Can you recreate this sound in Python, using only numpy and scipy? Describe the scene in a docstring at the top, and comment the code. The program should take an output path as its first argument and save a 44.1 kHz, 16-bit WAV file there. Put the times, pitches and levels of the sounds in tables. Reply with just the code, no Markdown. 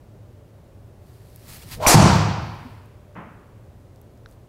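"""In a hard indoor golf bay, a driver whooshes down and cracks a ball into a cloth screen, which booms.
Filtered noise makes the ventilation, the rustling clothes and the swish; dying sines make the rings.
Noise that fades band by band is the room ringing on, and a limiter flattens the loudest moments.
The ball lands, a dull knock follows farther off, and small ticks and one close mouth click are heard."""
import sys
import numpy as np
from scipy import signal
from scipy.io import wavfile
from scipy.ndimage import uniform_filter1d

SR = 44100
rng = np.random.default_rng(int(sys.argv[2]) if len(sys.argv) > 2 else 0)


def voltage_ratio(decibels):
    """Convert decibels (scalar or array-like) to amplitude ratios, 20 dB per decade."""
    exponent = np.asarray(decibels, float) / 20
    return 10 ** exponent


def waveform_to_disk(signal):
    """Save audio, clipped to [-1, 1], as 16-bit WAV at the path in sys.argv[1]."""
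    frames = np.transpose(np.atleast_2d(signal))
    scaled = np.clip(frames, -1, 1) * 32767
    samples = np.round(scaled).astype(np.int16)
    wavfile.write(sys.argv[1], SR, samples)


N = 197700  # length in samples

# "Relative" levels are shifted later by the overall level of their source.
# How long the bay rings at each pitch: [f/Hz, time to die by 60 dB/s]
BAY_RING = [(60, 1.2), (150, 1.12), (400, 0.93), (1000, 1.142), (2500, 1.263), (5000, 0.98), (8000, 0.65),
            (12000, 0.36), (16000, 0.26)]
# Colour of the ventilation: [f/Hz, relative level per Hz/dB]
AIR_COLOUR = [(15, -42.5), (25, -13.5), (76, -5), (111, 0.5), (145, -10.5), (270, -17), (363, -16.5),
              (600, -21), (860, -27), (1330, -33.5), (2500, -40.5), (5000, -45.5), (9000, -48),
              (16000, -50)]
# Wavering fan tones: [f/Hz, level/dB]
FAN_TONES = [(393, -70.5), (545, -69.5), (592, -65.5)]
# Clothes rubbing, one row per stroke:
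# [t at full strength/s, level/dB, rise/s, hold/s, fall/s, share of dull hiss added/0-1]
RUSTLE_STROKES = [(1.07, -66, .12, .28, .3, .3), (1.45, -57, .2, .02, .25, .1),
                  (1.49, -45, .025, .075, .08, 0), (1.622, -52, .03, .01, .035, .5),
                  (1.68, -55, .06, .008, .03, .3), (1.722, -42, .04, .016, .05, 1),
                  (2.02, -48, .05, .12, .22, .1), (2.45, -67, .25, .28, .3, .3),
                  (4.29, -67, .03, .045, .04, 0)]
# Colour of the fabric hiss: [f/Hz, relative level per Hz/dB]
CLOTH_COLOUR = [(410, -30.5), (700, -5), (1310, -3.5), (1540, -7), (1770, -2.5), (3400, -7), (4500, -3.5),
                (6000, -8), (11800, -5), (16000, -8.5)]
# Low rumble of the body turning: [t/s, level/dB]
BODY_RUMBLE = [(1.4, -63), (1.5, -43.5), (1.6, -51), (1.76, -35.5), (1.86, -35.5)]
# Small dry ticks: [t/s, peak level/dB, f/Hz]
DRY_TICKS = [(1.361, -25, 12500), (1.681, -46, 11000), (2.16, -24, 12500), (2.859, -46, 11000),
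             (3.147, -46, 4700), (3.9605, -41, 4300), (4.0155, -35, 13500), (4.176, -49, 5500),
             (4.289, -46, 6000), (4.313, -41, 8000), (4.325, -46, 3500)]
# Shaft through the air: [t/s, whistle level/dB, eddy pitch f/Hz]
SHAFT_PATH = [(1.771, -56, 420), (1.803, -36.5, 560), (1.831, -22, 760), (1.863, -24.5, 950),
              (1.9, -25, 900), (1.958, -45, 700)]
# Hollow club head, and the thump of the ball squashing:
# [f/Hz, relative level/dB, time to die by 60 dB/s, swell/s]
HEAD_MODES = [(46, -16.5, .1, .003), (108.8, -13.5, 0.051, .003), (242, -11, 0.033, 0.0025),
              (1075, -10.5, .02, .001), (2350, -5, 0.0093, .0005), (4530, -25, .4, .025),
              (5720, -10, 0.06, .007), (5865, -11, 0.07, 0.007), (6260, -17, 0.07, .008),
              (6800, -19, .08, .012), (7170, -19, .08, .012), (8700, -16.5, .05, .01),
              (9550, -18, 0.05, 0.0064), (12400, -19.5, 0.036, 0.0045)]
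# Broad snap of face on ball: [f/Hz, relative level per Hz/dB]
CRACK_COLOUR = [(150, -45), (250, -8), (303, -3), (860, 0.5), (988, -10), (1310, -5.5), (3770, -14),
                (4410, -9), (7060, -8), (13400, -12.5), (16000, -26.5)]
# Cloth snapping taut: [f/Hz, relative level/dB, time to die by 60 dB/s, swell/s]
PUNCH_MODES = [(152, 4, .1, .009)]
# Lowest room modes: [f/Hz, relative level/dB, time to die by 60 dB/s, swell/s]
BOOM_MODES = [(81.3, -18, 0.66, .02), (103.6, -15, 1.13, 0.005), (148.5, -19, 1.09, 0.019),
              (180.2, -10.5, 0.68, 0.083), (197.5, -7.5, 0.33, 0.011), (342, -23.5, 0.56, 0.012)]
# Colour of the ball hitting taut cloth: [f/Hz, relative level per Hz/dB]
SLAP_COLOUR = [(18, -52.5), (30, -28.5), (91, 2), (155, -2.5), (221, -5.5), (258, -12), (344, -9.5),
               (420, -15.5), (974, -10), (2020, -31), (6000, -32), (7800, -72), (13200, -120)]
# Ball landing on the mat: [f/Hz, level before the swell/dB, time to die by 60 dB/s, swell/s]
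BOUNCE_MODES = [(250, -19, .09, .012)]
# Body of the knock: [f/Hz, level before the swell/dB, time to die by 60 dB/s, swell/s]
KNOCK_MODES = [(168.8, -26, 0.17, 0.013)]
# Colour of the knock's reflections: [f/Hz, relative level per Hz/dB]
THUD_COLOUR = [(50, -40), (90, -8), (160, 0), (270, -7), (450, -12), (1100, -9), (1700, -16), (2800, -26),
               (4000, -46), (9000, -70)]
# One close mouth click: [f/Hz, level before the swell/dB, time to die by 60 dB/s, swell/s]
MOUTH_CLICK_MODES = [(1470, -28, .008, .0003), (3900, -28, .004, .0004), (5600, -38, .006, .0005)]


def evened(x):
    """Scales a sound to an rms (average strength) of 1."""
    return x / np.sqrt(np.mean(x ** 2) + 1e-20)


def read(points, hz):
    """Reads between the points of a table along a log-frequency axis."""
    f, value = np.transpose(points)
    return np.interp(np.log(hz + 1), np.log(f + 1), value)


def add(mix, start_s, sound):
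    """Adds a sound to the mix from a given time, cut off at the end."""
    part = mix[round(start_s * SR):][:len(sound)]
    part += sound[:len(part)]


def coloured(x, spectrum):
    """Filters with the given spectrum, using only past samples; the filter has energy 1."""
    hz = abs(np.fft.fftfreq(8192, 1 / SR))
    log_gain = np.log(voltage_ratio(np.maximum(read(spectrum, hz), -100)))
    # The Hilbert transform gives the phase that puts the filter's energy as early as possible.
    response = np.exp(np.conj(signal.hilbert(log_gain)))
    taps = np.fft.ifft(response).real[:4096]
    return signal.oaconvolve(x, taps / np.linalg.norm(taps))[:len(x)]


def resonate(x, hz, width_hz):
    """One resonance, fixed or moving: shifts pitch hz down to zero, smooths, and shifts back."""
    turn = np.exp(2j * np.pi * np.cumsum(hz * np.ones(len(x))) / SR)
    r = np.exp(-np.pi * width_hz / SR)
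    smooth = signal.lfilter([1 - r], [1, -r], x / turn)
    return 2 * (turn * smooth).real


def ring(modes):
    """Dying sines, each swelling in softly at its own speed."""
    t = np.arange(2 * SR) / SR
    out = np.zeros(2 * SR)
    for hz, db, t60_s, swell_s in modes:
        swell = (1 - np.exp(-t / swell_s)) ** 2
        out += swell * voltage_ratio(db - 60 * t / t60_s) * np.sin(2 * np.pi * hz * t)
    return out


def bay(rise_s, ring_share=1):
    """Room response: dense reflections build up from noise, and each band dies at its own speed."""
    hz, t, z = signal.stft(rng.standard_normal(2 * SR), SR, nperseg=512)
    t60_s = ring_share * read(BAY_RING, hz)[:, None]
    tail = signal.istft(z * voltage_ratio(-60 * t / t60_s), SR, nperseg=512)[1][:2 * SR]
    return tail * (1 - np.exp(-np.arange(2 * SR) / SR / rise_s))


def ventilation():
    """Steady rumble and hiss of moving air, with fan tones made fuzzy by resonating noise."""
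    out = voltage_ratio(-46.5) * evened(coloured(rng.standard_normal(N), AIR_COLOUR))
    for hz, db in FAN_TONES:
        out += voltage_ratio(db) * evened(resonate(rng.standard_normal(N), hz, 9))
    return out


def clothes():
    """Fabric rubs in strokes of grainy hiss, some with duller hiss added, over a low body rumble."""
    t = np.arange(N) / SR
    grain = voltage_ratio(1.8 * evened(uniform_filter1d(rng.standard_normal(N), 60)))  # uneven by 1.8 dB rms
    bright = evened(coloured(grain * rng.standard_normal(N), CLOTH_COLOUR))
    dull = evened(resonate(bright, 3600, 5800))
    low = evened(resonate(resonate(rng.standard_normal(N), 81, 100), 81, 100))
    out = low * voltage_ratio(np.interp(t, *np.transpose(BODY_RUMBLE), -120, -120))
    for start_s, db, rise_s, hold_s, fall_s, dull_share in RUSTLE_STROKES:
        before = np.maximum(start_s - t, 0) / rise_s
        after = np.maximum(t - start_s - hold_s, 0) / fall_s
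        # A stroke swells by 21 dB in one rise and fades by 21 dB in one fall.
        out += (bright + dull_share * dull) * voltage_ratio(db - 21 * (before + after))
    return out


def tick(peak_db, hz):
    """A click through one damped resonance, thin below it and open above."""
    impulse = np.eye(1, 600)[0]
    click = resonate(np.diff(impulse, prepend=0), hz, 0.35 * hz)
    return voltage_ratio(peak_db) * click / abs(click).max()


def swish():
    """Eddies behind the shaft whistle, gliding up and then down, over a broad rush; the bay carries them on."""
    t = np.arange(N) / SR
    at_s, db, hz = np.transpose(SHAFT_PATH)
    pitch_hz = np.interp(t, at_s, hz)
    whistle = evened(resonate(resonate(rng.standard_normal(N), pitch_hz, 380), pitch_hz, 380))
    rush = evened(resonate(rng.standard_normal(N), 3.5 * pitch_hz, 2700))
    direct = (whistle + voltage_ratio(-14) * rush) * voltage_ratio(np.interp(t, at_s, db, -120, -120))
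    return direct + voltage_ratio(-29.5) * signal.oaconvolve(direct, bay(0.0059))[:N]


def strike():
    """The club head is struck and rings; its ring and the broad crack then fill the bay."""
    head = ring(HEAD_MODES)
    crack = voltage_ratio(-14.5) * coloured(bay(0.011), CRACK_COLOUR)
    head_in_bay = voltage_ratio(-40) * signal.oaconvolve(head, bay(0.0032))[:2 * SR]
    return voltage_ratio(6.5) * (head + crack + head_in_bay)


def screen():
    """The cloth pushes a lot of air: a punch and the lowest room modes boom under a dull slap."""
    boom = ring(PUNCH_MODES + BOOM_MODES)
    slap = voltage_ratio(-13.5) * coloured(bay(0.0057), SLAP_COLOUR)
    return voltage_ratio(8) * (boom + slap)


def bounce():
    """The ball lands on the mat, a soft thud of quickly dying sine."""
    return ring(BOUNCE_MODES)


def knock():
    """A low body tone, a quickly fading first wash of reflections, and the bay's weaker long ring."""
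    wash = bay(0.012, ring_share=0.45) + voltage_ratio(-7) * bay(0.03)
    return ring(KNOCK_MODES) + voltage_ratio(-33.5) * coloured(wash, THUD_COLOUR)


def mouth_click():
    """A close mouth click: sines that die within a few thousandths of a second."""
    return ring(MOUTH_CLICK_MODES)


def scene():
    """Adds all the sources together into one channel."""
    mix = ventilation() + clothes() + swish()
    for start_s, peak_db, hz in DRY_TICKS:
        add(mix, start_s, tick(peak_db, hz))
    # start times in seconds
    add(mix, 1.8642, strike())
    add(mix, 1.9405, screen())
    add(mix, 2.645, bounce())
    add(mix, 3.15, knock())
    add(mix, 4.2597, mouth_click())
    return mix[None]


def top_cut(x):
    """Nothing passes above the cut-off."""
    return signal.sosfilt(signal.butter(12, 16360, fs=SR, output="sos"), x)


def record(dry):
    """A limiter turns peaks down fast and lets go steadily; what slips past clips; the top is cut."""
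    limit_db, recovery_db_per_s, attack_s, edge_hz = -2.5, 380.0, 0.0017, 15800
    peak_db = 20 * np.log10(abs(dry[0]) + 1e-9)
    fall_db = np.arange(N) * recovery_db_per_s / SR
    # The held peak jumps up at once and falls at the recovery speed.
    held_peak_db = np.maximum.accumulate(peak_db + fall_db) - fall_db
    over_db = np.maximum(held_peak_db - limit_db, 0)
    keep = np.exp(-1 / (attack_s * SR))
    cut_db = signal.lfilter([1 - keep], [1, -keep], over_db)
    limited = np.clip(dry / voltage_ratio(cut_db), -1, 1)
    low_pass = signal.firwin(511, edge_hz, window=("kaiser", 9), fs=SR)
    finished = signal.oaconvolve(limited, low_pass[None], "same")
    return top_cut(finished)


dry = scene()
out = record(dry)
waveform_to_disk(out)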